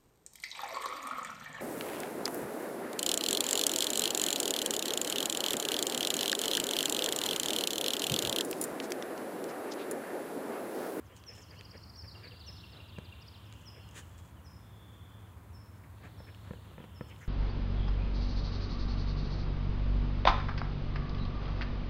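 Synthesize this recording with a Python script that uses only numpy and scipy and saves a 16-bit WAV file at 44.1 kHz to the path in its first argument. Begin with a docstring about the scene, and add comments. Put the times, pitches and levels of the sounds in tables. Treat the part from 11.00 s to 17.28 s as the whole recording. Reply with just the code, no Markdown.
"""Paws thud and scrape in sandy soil, sand trickles and a dog sniffs in its hole, in a quiet pine forest.
A small bird repeats a thin falling call, a finch sings one strophe, others answer far off; a low rumble lies below.
Ringing modes and filtered noise make the paws, twigs and breath; coloured random clicks make sand, raking and a snort.
Sines that follow pitch curves make the birds, sparse echoes with a noise tail the forest; noise and tones the rest."""
import sys
import numpy as np
from scipy import signal
from scipy.fft import rfft, irfft
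from scipy.io import wavfile

SR = 44100
rng = np.random.default_rng(int(sys.argv[2]) if len(sys.argv) > 2 else 0)


def master(y):
    """Save y as 16-bit WAV."""
    cut = np.clip(np.atleast_2d(y).T, -1, 1)
    pcm = np.round(cut * 32767)  # scale
    wavfile.write(sys.argv[1], SR, pcm.astype(np.int16))


N = 276886  # length in samples


def from_db(db):
    """Decibels to amplitude gain."""
    return 10 ** (np.asarray(db) / 20)


def rms_one(x):
    """Scale to unit rms."""
    return x / np.sqrt(np.mean(x ** 2) + 1e-20)


def in_time(rows, size=N):
    """Read each column of a breakpoint curve at every sample."""
    s, *columns = np.transpose(rows)
    t = np.arange(size) / SR
    return [np.interp(t, s, column) for column in columns]


def add(track, s, sound):
    """Mix a sound into a track at a given time in seconds."""
    start = max(0, int(s * SR))
    track[start:start + len(sound)] += sound[:max(0, N - start)]


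def coloured(x, spectrum):
    """Shape a steady signal by a spectrum that falls 36 dB per octave beyond its ends; rms 1."""
    hz, db = np.transpose(spectrum)
    octave = np.log2(np.fft.rfftfreq(N, 1 / SR) + 1)
    points = np.log2(hz)
    outside = np.abs(octave - np.clip(octave, points[0], points[-1]))
    gain = from_db(np.interp(octave, points, db) - 36 * outside)
    return rms_one(irfft(rfft(x) * gain, N))


def drift(rate, size=N):
    """Smooth chance with a spread near 1: random knots, rate per second, joined by lines."""
    knots = rng.standard_normal(1024)
    return np.interp(np.arange(size) * rate / SR, np.arange(len(knots)), knots)


def resonance(x, hz, width_hz):
    """A two-pole resonance with gain near 1 at its top."""
    r = np.exp(-np.pi * width_hz / SR)
    feed = np.array([1, 0, -1]) * (1 - r * r) / 2
    return signal.lfilter(feed, [1, -2 * r * np.cos(2 * np.pi * hz / SR), r * r], x)


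def grains(per_s, spread_db):
    """Random clicks of very uneven size and either sign."""
    sizes = from_db(spread_db * np.minimum(rng.exponential(1, N), 4))
    happens = rng.random(N) < per_s / SR
    return happens * sizes * rng.choice([-1, 1], N)


def swell(length):
    """A rounded rise and fall, half a sine, over a length in seconds."""
    return np.sin(np.linspace(0, np.pi, int(length * SR)))


def whistle(hz):
    """A sine of rms 1 that follows a pitch."""
    return np.sqrt(2) * np.sin(2 * np.pi * np.cumsum(hz) / SR)


def forest(x, t60, echo_db, rise_s=0.005, count=160):
    """Each trunk throws back one faint echo; a diffuse noise tail fills the gaps. Returns the echo alone."""
    t = np.arange(2 * SR) / SR
    trunks = np.zeros(len(t))
    trunks[rng.integers(0, len(t), count)] = rng.standard_normal(count)
    tail = rng.standard_normal(len(t))
    envelope = from_db(-60 * t / t60) * (1 - np.exp(-t / rise_s))
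    echoes = (rms_one(trunks) + tail) * envelope
    return from_db(echo_db) * signal.fftconvolve(x, echoes / np.linalg.norm(echoes))[:N]


def branches(x, spread_s=0.08, scatter_db=-1.0):
    """Twigs and needles near a singer scatter its notes and blur their edges."""
    return 0.6 * x + forest(x, t60=spread_s, echo_db=scatter_db, rise_s=0.001)


def repeated(times, contour, vary=0.005):
    """One note shape sung again and again, its sweep now deeper, now shallower."""
    out = np.zeros(N)
    hz, shape_db = in_time(contour, size=int(contour[-1][0] * SR))
    middle = np.median(hz)
    for s, db, depth in times:
        sung = middle + depth * (hz - middle)
        unsteady = sung * (1 + vary * drift(125.4, size=len(hz)))
        add(out, s, from_db(db + shape_db) * whistle(unsteady))
    return out


def slurred(notes, bend, waver=0.014, low_end_db=-3.0):
    """Each note glides from first to last pitch, swells and fades; low_end_db tilts its level toward the low end."""
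    out = np.zeros(N)
    for s, length, first, last, db in notes:
        hz = last + (first - last) * np.linspace(1, 0, int(length * SR)) ** bend
        lowness = (max(first, last) - hz) / (abs(first - last) + 1)
        effort = np.abs(swell(length)) ** 0.75 * from_db(db + low_end_db * lowness ** 2)
        add(out, s, effort * whistle(hz * (1 + waver * drift(320, size=len(hz)))))
    return out


def phrase(motif, start_s, every_s, change, count):
    """An evenly paced motif; pitches and level move by the same step each time, and a little by chance."""
    pitch_varies, level_varies_db = 0.015, 1.3  # spread of chance: share of the pitch, and dB
    notes = np.tile(np.array(motif, float), (count, 1, 1))
    turn = np.arange(count)[:, None, None]
    notes[:, :, :1] += start_s + every_s * turn
    notes[:, :, 2:] += np.array(change) * turn
    notes[:, :, 2:4] *= 1 + pitch_varies * rng.standard_normal((count, len(motif), 2))
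    notes[:, :, 4] += level_varies_db * rng.standard_normal((count, len(motif)))
    return np.concatenate(notes)


def background(rumble_db=-2.0, drone_waver_hz=1.077):
    """Still air with a fine hiss, and a far rumble that holds a few unsteady tones."""
    # spectrum of still air and hiss: f/Hz, relative level/dB
    air_colour = [(120, -35), (200, -3.5), (298, -4.5), (339, -5.5), (378, -8), (454, -9), (798, -11),
                  (992, -8), (2130, -18.5), (2650, -22), (3550, -26.5), (3890, -27), (5490, -33),
                  (7220, -29.5), (15500, -28.5)]
    # spectrum of the far rumble: f/Hz, relative level/dB
    rumble_colour = [(25, -25), (35, -35), (52, -8.5), (72, -0.5), (88, 2), (110, -4), (135, -8), (175, -9),
                     (220, -16.5), (300, -25)]
    # shared fader of rumble and drone: t/s, level/dB
    rumble_fader = [(0.0, -57), (0.72, -52.5), (5.59, -51), (6.2, -51)]
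    # drone tones within the rumble: f/Hz, level under the fader/dB
    drone_tones = [(72, -11.5), (86, -9.5), (104.8, -5.5)]
    level_db, = in_time(rumble_fader)
    rumble = from_db(rumble_db) * coloured(rng.standard_normal(N), rumble_colour)
    drone = np.zeros(N)
    for hz, db in drone_tones:
        tone_gain = from_db(db + 0.62 * drift(7.0))
        drone += tone_gain * whistle(hz + drone_waver_hz * drift(6))
    air = from_db(-60.5) * coloured(rng.standard_normal(N), air_colour)
    return from_db(level_db) * (rumble + drone) + air


def far_song(notes_per_s=30.0, unrest=0.3, fullness=0.31):
    """Quick, uneven falling notes, heard only by way of the trunks; each song swells, shifts in pitch and fades."""
    # songs whose notes run together: t/s, length/s, first centre f/Hz, last centre f/Hz, note span/Hz, level/dB
    far_songs = [(0, 0.8, 3050, 2912, 986, -65), (1.12, 1.39, 3500, 2989, 1895, -61),
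                 (2.299, 0.66, 2950, 3015, 1196, -63), (3.57, .72, 3480, 3196, 708, -67.5),
                 (4.88, 0.95, 3850, 3500, 2210, -66.5), (5.55, 0.83, 3147, 2916, 1518, -68)]
    out = np.zeros(N)
    for s, length, first, last, span, db in far_songs:
        effort = np.abs(swell(length)) ** fullness
        pace = notes_per_s * np.exp(unrest * drift(25, size=len(effort)))
        cycle = np.cumsum(pace) / SR % 1  # place within the current note
        hz = np.linspace(first, last, len(effort)) + span * (0.5 - cycle)
        notes = np.sqrt(np.sin(np.pi * cycle)) * whistle(hz)
        add(out, s, from_db(db) * effort * rms_one(notes))
    return forest(out, t60=0.36, echo_db=-3.5, rise_s=0.03)


def scraping(trickle_db=-86.5):
    """Claws rake up coarse grains; thrown sand patters down in clumps and keeps sliding back between throws."""
    # claws raking the soil: t/s, length/s, level/dB
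    rake_strokes = [(1.119, 0.12, -58), (1.71, 0.12, -57), (4.7, 0.094, -68), (5.004, 0.1, -54.5),
                    (5.14, 0.19, -64.5), (5.419, 0.11, -56.5), (5.624, 0.16, -60), (5.784, 0.082, -54),
                    (6.077, 0.098, -59)]
    # throws of loose sand over dry litter: t/s, length/s, level before clumping/dB
    sand_throws = [(0.15, 0.042, -67), (0.326, 0.12, -65), (2.475, 0.27, -75.5), (2.82, 0.59, -74.5),
                   (5.025, .055, -70), (5.317, 0.46, -81), (6.053, .28, -75)]
    # spectrum of falling sand: f/Hz, relative level/dB
    sand_colour = [(2500, -4.5), (5500, -11), (7100, -2.5), (8300, -8.5), (10500, -19), (13000, -20),
                   (15500, -16)]
    # spectrum of raked soil: f/Hz, relative level/dB
    rake_colour = [(150, 3), (450, -4.5), (1000, -8), (1800, -12.5), (3000, -19), (6000, -34)]
    stroke = np.zeros(N)
    for s, length, db in rake_strokes:
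        add(stroke, s, from_db(db) * swell(length))
    flow = np.full(N, from_db(trickle_db))
    for s, length, db in sand_throws:
        add(flow, s, from_db(db) * swell(length))
    clumps = from_db(4.5 * drift(60))
    sand = coloured(grains(per_s=1900, spread_db=3.5), sand_colour) * flow * clumps
    raked = coloured(grains(per_s=1600, spread_db=2.5), rake_colour) * stroke
    return raked + sand


def neighbours():
    """Other singers glide through repeated motifs farther off, with a long echo."""
    # motifs, one per singer: t in the motif/s, length/s, first f/Hz, last f/Hz, level before the shared gain/dB
    thin_note = [(0.0032, .034, 7650, 4200, -73)]
    rising_whistle = [(0.00036, .066, 2650, 3350, -65)]
    warble = [(0, 0.0174, 3276, 2640, -62), (.042, 0.0168, 2634, 3310, -61.5)]
    arch = [(0, .028, 2643, 3360, -71), (.03, 0.0417, 3380, 2710, -67.5)]
    # single slurs and held whistles: t/s, length/s, first f/Hz, last f/Hz, level before the shared gain/dB
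    far_slurs = [(2.8, 0.078, 4330, 4280, -73), (3.016, 0.023, 3224, 2740, -62.5),
                 (3.08, 0.21, 3410, 3280, -72), (3.355, 0.045, 3250, 2740, -69),
                 (3.598, .68, 3420, 3530, -72.5), (6.012, .06, 4400, 4340, -77)]
    # change per repeat: first Hz, last Hz, dB
    notes = [*phrase(thin_note, start_s=0.046, every_s=0.121, change=(0, 0, 4), count=4),
             *phrase(rising_whistle, start_s=0.093, every_s=0.23, change=(0, 0, 2), count=3),
             *phrase(warble, start_s=2.508, every_s=0.093, change=(0, 0, -0.6), count=5),
             *phrase(arch, start_s=5.51, every_s=0.133, change=(0, 0, 0.5), count=5), *far_slurs]
    sung = from_db(1.5) * slurred(notes, bend=1.092, waver=0.0175, low_end_db=1.0)
    far = branches(sung, spread_s=0.055, scatter_db=-5.0)
    return far + forest(far, t60=1.6, echo_db=-4.0, rise_s=0.019)


def nose(nostril_db=-2.5, upper_db=-3.5, hollow_db=-2.0, snort_db=5.0):
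    """Air rushes through two nostril resonances and sounds the hollow under the muzzle; one snort clears out sand."""
    # sniffs: t/s, length/s, level before the band trims/dB, nostril f/Hz
    sniffs = [(0.09, 0.065, -67, 1810), (0.273, 0.073, -61.5, 1920), (0.353, 0.068, -64, 1760),
              (0.5, 0.06, -59.5, 1770), (0.588, 0.03, -63.5, 1760), (0.723, 0.056, -59, 1710),
              (1.029, 0.04, -61.5, 1834), (1.219, 0.073, -54.5, 1700), (1.305, 0.061, -65, 1710),
              (1.482, 0.035, -65, 1700), (2.738, 0.067, -63.5, 1750), (2.939, 0.074, -59, 1820),
              (4.827, 0.03, -64, 1780), (5.02, 0.065, -56.5, 1720), (5.264, 0.045, -58.5, 1700),
              (6.092, 0.05, -58.5, 2115), (6.201, 0.062, -56, 1520)]
    # envelope of the snort: t/s, level before snort_db/dB
    snort_curve = [(2.92, -87), (2.95, -63.5), (2.975, -54.5), (2.995, -56), (3.015, -66), (3.05, -101)]
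    # spectrum of the snort: f/Hz, relative level/dB
    snort_colour = [(900, -3.5), (1350, -3), (1700, 3.5), (2200, -10), (3200, -2), (4200, -11.5),
                    (5600, -12), (7000, -3), (8800, -10), (9700, -9.5), (11500, -22), (15500, -20)]
    out = np.zeros(N)
    for s, length, db, hz in sniffs:
        flow = swell(length)
        # the hole sounds with every sniff, 5 dB less once the muzzle is lifted out of it
        hole_db = -58 - 5 * (s > 4.4)
        # bands: centre Hz, width of each filter pass Hz, level dB
        bands = [(hz, 480, db + nostril_db), (hz * 1.293, 700, db + upper_db), (465, 200, hole_db + hollow_db)]
        for centre, width, level in bands:
            breath = rng.standard_normal(len(flow))
            rush = resonance(resonance(breath, centre, width), centre, width)
            add(out, s, from_db(level) * flow * rms_one(rush))
    blast_db, = in_time(snort_curve)
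    snort = coloured(grains(per_s=6800, spread_db=2.5), snort_colour)
    return out + from_db(blast_db + snort_db) * snort


def snaps(knock_db=-4.5, crack_db=10.0, decay_s=0.00088):
    """Dry needles and twigs break with a woody knock and a short, bright crack, both filtered noise bursts."""
    # snaps: t/s, knock level before knock_db/dB, crack level before crack_db/dB
    twig_snaps = [(0.2386, -39, -67), (0.6102, -31.5, -62), (1.986, -40, -59), (2.5255, -38, -57),
                  (2.5377, -46, -61), (2.8893, -55, -60), (2.911, -60, -59), (3.0944, -56, -64),
                  (3.1813, -57, -62), (4.9834, -50, -76), (5.347, -40, -77), (6.162, -44, -76)]
    out, t = np.zeros(N), np.arange(SR // 40) / SR
    for s, woody_db, bright_db in twig_snaps:
        # bands: centre Hz, width of each filter pass Hz, peak dB
        for hz, width, db in [(2550, 2060, woody_db + knock_db), (7000, 3200, bright_db + crack_db)]:
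            burst = rng.standard_normal(len(t)) * np.exp(-t / decay_s)
            crack = resonance(resonance(burst, hz, width), hz, width)
            add(out, s, from_db(db) * crack / np.abs(crack).max())
    return out


def caller(later_echo_db=5.5, moves_s=3.0):
    """A thin falling call; the bird moves off, so its later calls hold more echo."""
    # calls: t/s, level before the call's gain/dB, sweep depth/share of the contour
    call_times = [(0.26, -50.5, 1), (0.964, -52, 0.9), (1.46, -50, 0.95), (2.652, -55.5, 0.96),
                  (3.441, -63.5, 1), (4.527, -66, 0.61), (5.172, -67, 0.52), (5.942, -65.5, 0.55)]
    # contour of one call: t in the call/s, f/Hz, relative level/dB
    call_contour = [(0, 5900, -27), (.007, 5850, -6), (.017, 5520, -3.5), (.026, 5240, 3.5),
                    (.038, 5090, 2.5), (.05, 5230, -8)]
    call = from_db(-1.0) * repeated(call_times, call_contour, vary=0.012)
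    away = np.clip((np.arange(N) / SR - moves_s) / 0.2, 0, 1)
    spread = call * from_db(later_echo_db * away)
    near_trunks = forest(spread, t60=0.61, echo_db=-3.5, rise_s=0.0075, count=900)
    far_trunks = forest(spread, t60=0.93, echo_db=-10.0, rise_s=0.04, count=900)
    return call + near_trunks + far_trunks


def finch():
    """One strophe of gliding notes: two syllables, an even trill, a sinking motif, two more; a few slurs nearby."""
    # syllables outside the trill: t/s, level before the trill's gain/dB, sweep depth/share of the contour
    lone_syllables = [(0.482, -58.5, 0.96), (0.564, -59.5, 1.2), (2.196, -60.5, 1.24), (2.256, -57.5, 1.02)]
    # contour of one syllable: t in the syllable/s, f/Hz, relative level/dB
    syllable = [(0, 4220, -16), (.007, 4254, -2), (.013, 4300, -12), (.018, 5025, -3), (0.024, 5675, -7.5),
                (0.026, 5050, 3.5), (.032, 4530, 2.5), (.037, 4280, -27)]
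    # motif (down, up, low): t in the motif/s, length/s, first f/Hz, last f/Hz, level before the shared gain/dB
    motif_notes = [(.001, .036, 5110, 4160, -52.5), (.04, .022, 3745, 5300, -53.5),
                   (.078, 0.0217, 3203, 2550, -56.5)]
    # what each motif note gains per repeat: first f/Hz, last f/Hz, level/dB
    motif_change = [(40, -190, -1.37), (-195, -250, -0.83), (-49.5, -37, 0.5)]
    # single slurred notes nearby: t/s, length/s, first f/Hz, last f/Hz, level before the shared gain/dB
    near_slurs = [(2.335, 0.04, 4500, 2410, -58), (2.458, 0.026, 5900, 4750, -69),
                  (6.204, 0.026, 7600, 5830, -69), (6.227, 0.029, 7200, 4620, -66.5)]
    run = [(0.626 + k * 0.0614, -56.5, 1) for k in range(7)]  # s, dB, depth
    trill = from_db(1.0) * repeated(run + lone_syllables, syllable, vary=0.0184)
    notes = phrase(motif_notes, start_s=1.066, every_s=0.1625, change=motif_change, count=7)
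    glides = from_db(0.5) * slurred([*notes, *near_slurs], bend=1.1, waver=0.026, low_end_db=-2.0)
    glides = branches(glides, spread_s=0.033, scatter_db=-3.5)
    echo = forest(glides + from_db(-2.0) * trill, t60=1.14, echo_db=-3.5, rise_s=0.0067)
    return branches(trill, spread_s=0.016, scatter_db=-3.0) + glides + echo


def paws(level_db=-1.5, give_s=0.0011, soft_hz=2700, grit_db=-11.0, grit_s=0.008):
    """A soft paw sets the soil ringing for a few cycles and crushes some grit."""
    # blows on the ground: t/s, level before level_db/dB, share of the deep thud/dB
    paw_blows = [(0.752, -41.5, -8), (1.499, -53, -5), (1.979, -46, -27), (1.984, -35.5, 0),
                 (5.202, -42, -2), (5.508, -35.5, 3.5), (5.534, -38.5, -2.5), (5.78, -36.5, -6),
                 (5.802, -44, 4), (5.841, -43.5, 1), (6.009, -28.5, -3.5)]
    # modes of the packed soil: f before random detuning/Hz, relative level/dB, t60/s
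    soil_modes = [(142.3, 0.5, 0.042), (187.6, 3, 0.045), (304, -6.5, 0.033), (479, -3, 0.04),
                  (565, -1.5, 0.016), (956, -7.5, 0.017), (1360, -17, 0.043), (1710, -9, 0.02),
                  (2520, -8.5, 0.0064)]
    out, t = np.zeros(N), np.arange(SR // 8) / SR
    for s, db, thud_db in paw_blows:
        grit = resonance(rng.standard_normal(len(t)), 1000, 2000) * np.exp(-t / grit_s)
        blow = from_db(grit_db) * grit
        for k, (hz, mode_db, t60) in enumerate(soil_modes):
            if hz < 250:
                # the heavy soil takes a moment to give way
                weight = -from_db(thud_db) * (1 - np.exp(-t / give_s))
            else:
                weight = (-1) ** (k + 1) * from_db(rng.normal(0, 1.5))
            ringing = np.sin(2 * np.pi * hz * rng.uniform(0.96, 1.05) * t)
            blow += weight * from_db(mode_db - 60 * t / t60) * ringing
        add(out, s, from_db(db + level_db) * blow)
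    return signal.sosfilt(signal.butter(3, soft_hz, fs=SR, output="sos"), out)


def birds():
    """Near and far singers together, each with its own echo; the far songs are echo alone."""
    return caller() + finch() + neighbours() + far_song()


def scene():
    """The dog close by and nearly dry, the birds around and above."""
    dog = paws() + scraping() + snaps() + nose()
    dog_echo = forest(dog, t60=0.4, echo_db=-14.0)
    return (dog + dog_echo + birds() + background())[None]


def record(dry):
    """The microphone drops the deepest bass; the top is cut steeply."""
    thinned = signal.sosfilt(signal.butter(3, 40, "high", fs=SR, output="sos"), dry)
    top_cut = signal.ellip(10, 0.1, 70, 15700, fs=SR, output="sos")  # 0.1 dB ripple, 70 dB stop, edge in Hz
    return signal.sosfilt(top_cut, thinned)


dry = scene()
out = record(dry)
master(out)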